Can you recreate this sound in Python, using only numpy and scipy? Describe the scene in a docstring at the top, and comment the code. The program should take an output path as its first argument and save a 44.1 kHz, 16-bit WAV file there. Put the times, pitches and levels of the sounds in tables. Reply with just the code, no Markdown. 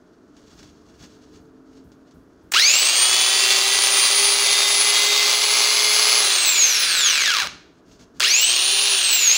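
"""In a small workshop, hands rub and tap a bare angle grinder as they lift it off a bench; a far engine passes.
At 2.5 s the switch snaps shut and the rotor spins up, singing in shaft orders (pinion teeth, commutator
bars) over the rasp of bevel gears, brushes and cooling air. From 6.2 s friction and drag brake it, and the
loose teeth rattle across their backlash until it stops. With its gear head turned away, the tool starts
again at 8.2 s, coasts briefly, and is switched on once more at 9.3 s."""
import sys
import numpy as np
from scipy import signal
from scipy.fft import rfft, irfft
from scipy.io import wavfile
from scipy.ndimage import uniform_filter1d

SR = 44100
rng = np.random.default_rng(int(sys.argv[2]) if len(sys.argv) > 2 else 0)


def generate_wav(sig):
    """Save sig (samples, or channels by samples) to the path in sys.argv[1] as 16-bit PCM at SR."""
    pcm = np.round(np.clip(np.atleast_2d(sig).T, -1, 1) * 32767).astype(np.int16)
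    wavfile.write(sys.argv[1], SR, pcm)


N = 413216
TIME = np.arange(N) / SR
FULL_SPEED = 400  # [turns/s], like every rotor speed below
MAINS_HZ, BAND_EDGE_HZ = 60, 15800

# the switch is closed; the rotor is heard turning: (start [s], end [s])
POWERED = [(2.519, 6.205), (8.204, 8.9), (9.304, 12)]
RUNS = [(2.536, 7.475), (8.204, 9.5)]
# how far the gear head is turned from the listener: (time [s], share [0-1])
TURN_AWAY = [(3.3, 0), (3.9, 0), (7.5, 0.05), (8.1, 0.94)]
def grinder():
    """Rotating machinery: one shaft speed sets every tone and the rate of the rattle."""
    powered = during(POWERED)
    coasting = 1 - powered
    away = curves(TURN_AWAY)[0]
    speed, pull = rotor(powered)
    turns = np.cumsum(speed + .12 * drift(12)) / SR
    level = amp(-19.5 - 2 * pull - 7.5 * coasting * np.maximum(1 - speed / FULL_SPEED, 0))
    noise = rasp(speed, turns, powered, away) + amp(23.5) * chatter(speed, turns, powered)
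    lead = whine(speed, turns, pull, powered, away)
    orders = amp(4.5) * shaft_orders(speed, turns, away)
    hum = unbalance_hum(speed, turns, away)
    turning = during(RUNS) * np.minimum(speed / 36, 1) ** coasting  # fades out below 36 turns/s
    return turning * (level * (noise + orders) + lead + hum) + gear_knocks() + switch()


# the wandering speed that the motor tends to: (time [s], speed [turns/s])
FREE_SPEED = [(2.55, 414), (2.8, 403.7), (3.15, 397.3), (3.5, 395.6), (3.8, 400.4), (4.3, 407.6),
              (5.1, 414.2), (5.45, 422.4), (5.7, 425.3), (6.1, 423.3), (8.4, 428.8), (8.9, 425.9)]
def rotor(powered, step=44):
    """Torque balance of motor, friction and quadratic air drag: gives speed and gear load (pull, 0-1)."""
    friction, full_speed_drag, full_pull = 288, 91, 700  # [turns/s^2]
    torque_span = 151.4  # lag that multiplies the torque by e [turns/s]

    def losses(v):
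        return friction + full_speed_drag * (v / FULL_SPEED) ** 2
    speed, track = 0., []
    for on, free in zip(powered[::step], curves(FREE_SPEED)[0][::step]):
        acceleration = on * losses(free) * np.exp((free - speed) / torque_span) - losses(speed)
        speed = max(speed + acceleration * step / SR, 0)
        track.append((len(track) * step / SR, speed, acceleration))
    speed, acceleration = curves(track)
    return speed, np.clip(acceleration / full_pull, 0, 1)


# spectra of the tool at full speed, near standstill and turned away: (frequency [Hz], level [dB])
FAST_SPECTRUM = [(130.0, -41), (350.0, -12), (700.0, -8), (1200.0, -2.5), (1800.0, -8), (2300.0, 2),
                 (3100.0, -2.5), (4400.0, 1), (5100.0, -1), (6400.0, 2), (8300.0, -10), (10500.0, -13.5),
                 (13300.0, -24), (15300.0, -10.5)]
SLOW_SPECTRUM = [(130.0, -63.5), (350.0, -10.5), (700.0, -14.5), (1200.0, -18.5), (1800.0, -7.5),
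                 (2300.0, 6), (3100.0, 0.5), (4400.0, -1), (5100.0, 1.5), (6400.0, -5.5), (8300.0, -9),
                 (10500.0, -13), (13300.0, -28), (15300.0, -11.5)]
AWAY_SPECTRUM = [(130.0, -54), (350.0, -20), (700.0, -15), (1200.0, -10.5), (1800.0, -13), (2300.0, -12.5),
                 (3100.0, 1), (4400.0, -2.5), (5100.0, -4), (6400.0, -7), (8300.0, -16), (10500.0, -21.6),
                 (13300.0, -28), (15300.0, -22)]
# gear head resonances, facing and turned away: (frequency [Hz], width [Hz], gain [dB])
HEAD_MODES = [(1670, 140, 3), (2280, 95, 1.5), (2530, 130, -1), (2860, 170, 4), (3400, 190, 5),
              (3986, 78, 1.5), (4490, 660, 4), (5470, 470, -2.5), (5470, 190, 5), (7150, 420, -1.5),
              (14900, 900, -0.5)]
AWAY_MODES = [(2420, 320, 3), (2770, 850, 9), (3370, 450, -6.5), (4270, 760, 7), (4800, 400, -4.5),
              (5680, 270, 6.5), (6700, 670, 6), (15100, 1000, 9)]
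# further resonances with the teeth driven or loose: (frequency [Hz], width [Hz], gain [dB])
DRIVEN_MODES = [(3040, 130, 4.5), (4690, 330, 3)]
LOOSE_MODES = [(1540, 450, 2.5), (4020, 450, 6.5), (4600, 400, -3.5)]
def rasp(speed, turns, powered, away):
    """Source and filter: tooth clashes and fan noise, pulsing at twice the mains rate, excite the head."""
    # a slow rotor draws a large current, so the torque pulses hardest just after switching on
    inrush = powered / (1 + (speed / 170) ** 4)
    beat = np.cos(4 * np.pi * MAINS_HZ * (TIME - RUNS[1][0] - .0012))
    torque = amp((2.5 * powered + 5.5 * inrush) * beat - 1.4 * inrush)
    clashes = rng.random(N) < (500 + 3.5 * speed) / SR
    sizes = amp(3.25 * np.minimum(rng.exponential(1, N), 3.7))
    impulses = clashes * sizes * rng.choice([-1, 1], N)
    teeth = unit(signal.oaconvolve(impulses, burst(decay=0.001))[:N])  # scattering in the casting
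    fan = rng.standard_normal(N) * (1 + 0.16 * np.cos(2 * np.pi * turns))
    drive = unit(teeth + amp(-1.5) * fan) * torque * amp(.5 * drift(9.7))
    driven = colour(drive, FAST_SPECTRUM, HEAD_MODES + DRIVEN_MODES)
    loose = colour(drive, FAST_SPECTRUM, HEAD_MODES + LOOSE_MODES)
    facing = powered * driven + (1 - powered) * loose
    fast = away * colour(drive, AWAY_SPECTRUM, AWAY_MODES) + (1 - away) * facing
    slow = amp(3) * colour(drive, SLOW_SPECTRUM, HEAD_MODES + LOOSE_MODES)
    fast_share = np.clip((speed - 140) / 230, 0, 1)
    return fast_share * fast + (1 - fast_share) * slow


# gear tone and commutator whine as the tool is moved about: (time [s], level [dB])
GEAR_LEVEL = [(2.7, -25), (2.9, -31.5), (3.05, -27), (3.7, -30.5), (4.4, -35), (4.55, -28), (5.15, -25),
              (5.7, -40.5), (7.399, -37), (8.25, -30), (8.42, -26), (8.62, -33.5), (8.85, -28.5),
              (9.2, -32), (9.31, -34)]
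BAR_LEVEL = [(2.95, -23.5), (3.03, -18), (3.13, -29), (3.25, -21), (3.53, -30), (3.99, -18.5),
             (4.68, -26.5), (4.82, -22), (5.19, -37.5), (5.33, -29), (5.64, -26.5), (6.2, -25.5)]
# their partials: (harmonic number, level [dB], gain at full pull [dB], gain when coasting [dB])
GEAR_PARTIALS = [(1, -3, 6.5, 3), (2, -12, 17, -2)]
BAR_PARTIALS = [(1, -0.5, -1, 0.44), (2, -6, -1, 3.8), (3, -16.5, 4, 7.7), (4, -21, -1, 6)]
# how well the housing radiates: (frequency [Hz], gain [dB])
RADIATION = [(400, -38), (1300, 0.5), (2000, -3), (3400, 0), (4300, 0), (5200, -5), (7000, 4.5), (8700, -2),
             (9800, -1.5), (11500, -6.5), (13700, -14.5), (15400, 0)]
# sharp gear head resonances; peaks and gaps of the motor case: (frequency [Hz], width [Hz], gain [dB])
SHARP_MODES = [(2720, 20, 11.5), (3190, 24, 5.5), (3400, 110, -0.5), (4550, 290, 1.5), (5072, 22, 11)]
CASE_MODES = [(3450, 690, 2), (4470, 810, -5), (5490, 250, 3), (5900, 230, 6), (6555, 580, 9),
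              (7050, 280, -7), (7540, 310, 3), (15400, 700, 4.5)]
def whine(speed, turns, pull, powered, away):
    """Periodic forcing: teeth and commutator bars sound harmonics that flare on crossing a resonance."""
    pinion_teeth, commutator_bars = 9, 24

    def harmonics(per_turn, partials, modes):
        total = np.zeros(N)
        for harmonic, db, pull_db, coast_db in partials:
            order = per_turn * round(harmonic)
            hz = order * speed
            force_db = db + pull_db * pull + coast_db * (1 - powered)
            housing_db = read(RADIATION, hz) + resonances(modes, hz) + 1.4 * fading(hz)
            total += amp(force_db + housing_db) * tone(order, speed, turns, rough=.19 + .3 * pull)
        return total
    gear = amp(curves(GEAR_LEVEL)[0]) * harmonics(pinion_teeth, GEAR_PARTIALS, HEAD_MODES + SHARP_MODES)
    bar_db = curves(BAR_LEVEL)[0] + 2 * away - 0.17
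    bars = amp(bar_db) * harmonics(commutator_bars, BAR_PARTIALS, CASE_MODES)
    ring_db = -32.5 - 0.23 * np.maximum(FULL_SPEED - speed, 0)  # the fifth order rings near full speed
    ring = amp(ring_db) * (1 - away ** 2) * tone(5, speed, turns, rough=0.29)
    build_up = np.minimum(speed / 117, 1) ** powered  # on starting, the tones emerge up to 117 turns/s
    torque_ripple = 1 + .24 * powered * np.cos(4 * np.pi * MAINS_HZ * TIME)  # adds sidebands
    return (gear + bars + ring) * build_up * torque_ripple


# weaker tones: (order [cycles/turn], relative level [dB])
ORDERS = [(2, -21.5), (7, -17.5), (8, -13), (10, -15), (12, -18.5), (14, -25.5), (19, -12), (21, -14),
          (23, -20), (25, -9), (27, -14.5), (29, -12.5), (31, -19.5), (36, -17), (37, -20), (39, -18),
          (45, -14), (51, -18.5), (120, -9.5)]
def shaft_orders(speed, turns, away):
    """Fourier series: uneven parts repeat each turn, adding tones at whole multiples of the speed."""
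    total = np.zeros(N)
    for order, db in ORDERS:
        hz = round(order) * speed
        # the low orders are driven by unbalance and air, and die away with speed
        push = np.minimum(speed / FULL_SPEED, 1) ** 1.5 if order < 24 else 1
        body_db = read(FAST_SPECTRUM, hz) + resonances(SHARP_MODES, hz) - 4 * away
        gain = push * amp(db + body_db + 2 * fading(hz)) * (hz < BAND_EDGE_HZ)
        total += gain * np.sin(2 * np.pi * (round(order) * turns + rng.random()))
    return total


def unbalance_hum(speed, turns, away):
    """Rotating unbalance shakes the tool once a turn, audibly only near full speed."""
    level_db = -40.6 - .22 * np.maximum(FULL_SPEED - speed, 0) - 3.4 * away
    return amp(level_db) * tone(1, speed, turns, rough=0.24)


# spectrum of tooth striking tooth: (frequency [Hz], level [dB])
CLACK_SPECTRUM = [(400, -16.5), (900, -12.5), (1400, 4), (2100, -3.5), (4000, -2.5), (6600, -0.5),
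                  (7600, -15.5), (15000, -22)]
def chatter(speed, turns, powered):
    """Backlash: unloaded teeth rattle about once a turn, hardest while the rotor is slow."""
    count = np.floor(turns + .3 * drift(40))
    hits = np.diff(np.maximum.accumulate(count), prepend=count[0])
    sizes = amp(2 * rng.standard_normal(N))
    slack = np.interp(speed, [25, 100, 176, 288], [2.0, 1.57, 0.9, 0.17]) * amp(-7 * powered)
    rattle = signal.oaconvolve(hits * sizes * slack, burst(decay=0.00087))[:N]
    return colour(rattle, CLACK_SPECTRUM, HEAD_MODES + LOOSE_MODES)


# the hardest knocks across the backlash, on starting and as the rotor slows: (time [s], level [dB])
KNOCKS = [(2.537, -7), (7.177, -2), (7.218, -5), (7.259, -2), (7.277, -1.5), (7.339, -5), (7.368, -2.5),
          (7.402, -3.5), (7.421, -6), (8.2045, -1.5)]
def gear_knocks():
    """Impact excitation: colliding teeth ring the modes of the gear head."""
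    return blows(KNOCKS, CLACK_SPECTRUM, decay=0.0013, modes=HEAD_MODES)


# snaps of the switch: (time [s], level [dB])
SNAPS = [(2.516, -29), (2.5195, -10.5), (8.1985, -13)]
# their spectrum: (frequency [Hz], level [dB])
SNAP_SPECTRUM = [(300, -24.5), (1500, -4), (4000, -12.5), (7000, -5), (9000, -11), (13000, -21.5),
                 (15500, -10)]
def switch():
    """A brief contact has a broad spectrum: the slide switch clicks as it snaps shut."""
    return blows(SNAPS, SNAP_SPECTRUM, decay=0.0073)


# skin slides over the plastic: (start [s], duration [s], level [dB])
RUBS = [(0.26, 0.61, -59), (0.72, 0.65, -58), (0.988, 0.091, -53.5), (1.272, 0.15, -56.5),
        (1.637, 0.23, -63), (7.84, 0.16, -58), (7.974, 0.088, -54.5), (8.133, 0.092, -54.5)]
# fingers tap the housing; the tool's weight shifts on hands and bench: (time [s], relative level [dB])
TAPS = [(.366, -37), (.591, -30), (.629, -30), (1.035, -40), (1.918, -39.5), (2.11, -40.5), (7.913, -39),
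        (7.992, -41)]
THUMPS = [(.54, -42), (.62, -48), (1.4, -45), (1.84, -40.5), (2.14, -41), (2.43, -44), (7.42, -37),
          (7.48, -46), (7.88, -50), (8.0, -52)]
# spectra of skin contact and of the thumps: (frequency [Hz], level [dB])
SKIN_SPECTRUM = [(400, -3), (1200, 1.5), (2200, -3.5), (4000, -2), (6500, 1.5), (8500, -12), (12000, -25.5),
                 (15500, -24.5)]
THUMP_SPECTRUM = [(25, -31.5), (68, -3.5), (100, -10), (200, -9), (400, -20.5), (1500, -49.5)]
def hands():
    """Friction and soft impact: grainy rubbing and rumble swell with each slide, among taps and thumps."""
    slides = sum(amp(db) * np.sin(np.pi * np.clip((TIME - start) / length, 0, 1)) ** 2
                 for start, length, db in RUBS)
    level = amp(-73) + slides  # even a steady grip rustles faintly
    grains = rng.standard_normal(N) * amp(1.5 * drift(150) + 2.4 * drift(13))
    rub = amp(-0.5) * unit(colour(grains, SKIN_SPECTRUM, HEAD_MODES))
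    rumble = amp(1.5) * unit(colour(rng.standard_normal(N), THUMP_SPECTRUM))
    taps = amp(-9) * blows(TAPS, SKIN_SPECTRUM, decay=.014, modes=HEAD_MODES)
    thumps = amp(-0.5) * blows(THUMPS, THUMP_SPECTRUM, decay=0.09)
    return level * (rub + rumble) + taps + thumps


# reverberation of the workshop: (frequency [Hz], time to fall 60 dB [s])
ROOM_T60 = [(200, 0.77), (1000, 0.48), (3000, 0.52), (7000, 0.47), (14000, 0.16)]
def room(x):
    """Reverberation: dense reflections decay exponentially, each band at its own rate."""
    reflections = rng.standard_normal(SR) * (rng.random(SR) < .1) * (TIME[:SR] > .004)
    hz, t, bands = signal.stft(reflections, SR, nperseg=256)
    decay = amp(-60 * t / read(ROOM_T60, hz)[:, None])
    tail = signal.istft(bands * decay, SR, nperseg=256)[1]
    return signal.fftconvolve(x, tail / np.linalg.norm(tail))[:N]


# engine tones: (order [cycles/turn], level [dB], time of peak [s], half width [s])
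ENGINE_ORDERS = [(6, -50, 1.75, 0.41), (7, -53.5, 1.2, 1), (10, -56, 1.4, .45)]
def far_engine():
    """Engine orders: harmonics of a slowly quickening shaft swell and fade as the engine passes."""
    start_hz, rise_hz_per_s = 42.1, 1.27
    turns = np.cumsum(start_hz + rise_hz_per_s * TIME + 0.15 * drift(7.2)) / SR
    drone = np.zeros(N)
    for order, db, peak_time, width in ENGINE_ORDERS:
        swell = amp(db + 2 * drift(6)) / (1 + ((TIME - peak_time) / width) ** 2)
        drone += swell * np.sin(2 * np.pi * round(order) * turns)
    return amp(0.5) * drone


# spectrum of the street: (frequency [Hz], relative level [dB])
STREET_SPECTRUM = [(15, -57.5), (25, -17), (59, -16.5), (108, -20.5), (270, -7.5), (384, -10.5),
                   (439, -10.5), (531, -22), (659, -16.5), (754, -25), (1440, -23.5), (2220, -39.5),
                   (16000, -58.5)]
def street():
    """Stationary noise: a low, steady wash from outside."""
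    return amp(-53.5) * unit(colour(rng.standard_normal(N), STREET_SPECTRUM))


def tone(order, speed, turns, rough):
    """Random amplitude and phase modulation broadens one shaft order into a rough tone."""
    wobble = (1 + rough * (drift(26) + 1j * drift(38))) / np.sqrt(1 + 2 * rough ** 2)
    wave = (wobble * np.exp(2j * np.pi * (order * turns + rng.random()))).real
    return np.sqrt(2) * wave * (order * speed < BAND_EDGE_HZ * 1.1)


def fading(hz):
    """Level ripple [dB] of a tone gliding through the many resonances of housing and room."""
    return np.interp(hz / 170 + TIME, np.arange(500), rng.standard_normal(500))


def resonances(modes, hz):
    """Gain [dB] at hz from a sum of Lorentzian peaks."""
    return sum(db / (1 + (2 * (hz - centre) / width) ** 2) for centre, width, db in modes)


def colour(x, spectrum, modes=(), size=4096):
    """Minimum-phase filter of energy 1 with the given spectrum and resonances."""
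    hz = abs(np.fft.fftfreq(size, 1 / SR))
    db = read(spectrum, hz) + resonances(modes, hz)
    db -= 20 * np.log10(1 + (spectrum[0][0] / 2 / (hz + 1)) ** 2)  # bass roll-off
    response = np.exp(np.conj(signal.hilbert(np.log(amp(db)))))
    taps = np.fft.ifft(response).real[:size // 2]
    return signal.oaconvolve(x, taps / np.linalg.norm(taps))[:N]


def blows(rows, spectrum, decay, modes=()):
    """Superposition: short scattered contacts ring in one body."""
    force = np.zeros(N + SR)
    for start, db in rows:
        blow = burst(decay)
        force[round(start * SR):][:len(blow)] += amp(db) * blow * np.sqrt(decay * SR / 10)
    return colour(force[:N], spectrum, modes)


def burst(decay):
    """Scattering spreads a click over a decay time [s] while its spectrum stays flat."""
    t = TIME[:round(8 * decay * SR)]
    spectrum = rfft(rng.standard_normal(SR)[:len(t)] * np.exp(-t / decay), 2 * len(t))
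    return irfft(spectrum / abs(spectrum))[:len(t)]


def drift(hz, size=4096):
    """Low-passed noise: a random wavering of rms 1, up to about the given rate."""
    f = np.fft.rfftfreq(size, TIME[-1] / size)
    slow = irfft(rfft(rng.standard_normal(size)) / (1 + (f / hz) ** 2))
    return np.interp(TIME, np.linspace(0, TIME[-1], size), unit(slow))


def during(spans):
    """1 inside the spans, 0 outside, with short ramps."""
    return uniform_filter1d(sum(1. * ((TIME >= a) & (TIME < b)) for a, b in spans), size=60)


def curves(rows):
    """Each column of a table of timed rows, sample by sample."""
    times, *columns = np.transpose(rows)
    return [np.interp(TIME, times, column) for column in columns]


def read(points, hz):
    """Interpolates a table on a log-frequency axis."""
    f, value = np.transpose(points)
    return np.interp(np.log(hz + 1), np.log(f), value)


def amp(db):
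    """Decibels to gain."""
    return 10 ** (np.asarray(db) / 20)


def unit(x):
    """Scales to rms 1."""
    return x / np.sqrt(np.mean(x ** 2) + 1e-20)


def scene():
    """Close to the tool, direct sound outweighs reverberation; both channels are alike."""
    near = grinder() + hands()
    mono = near + amp(-12) * room(near) + far_engine() + street()
    return np.array([mono, mono])


def record(dry):
    """Soft saturation rounds off the highest peaks, then a low-pass filter limits the band."""
    rounded = dry / (1 + (abs(dry) / .8) ** 6) ** (1 / 6)
    low_pass = signal.firwin(511, BAND_EDGE_HZ, window=("kaiser", 9), fs=SR)
    return signal.oaconvolve(rounded, low_pass[None], "same")


dry = scene()
out = record(dry)
generate_wav(out)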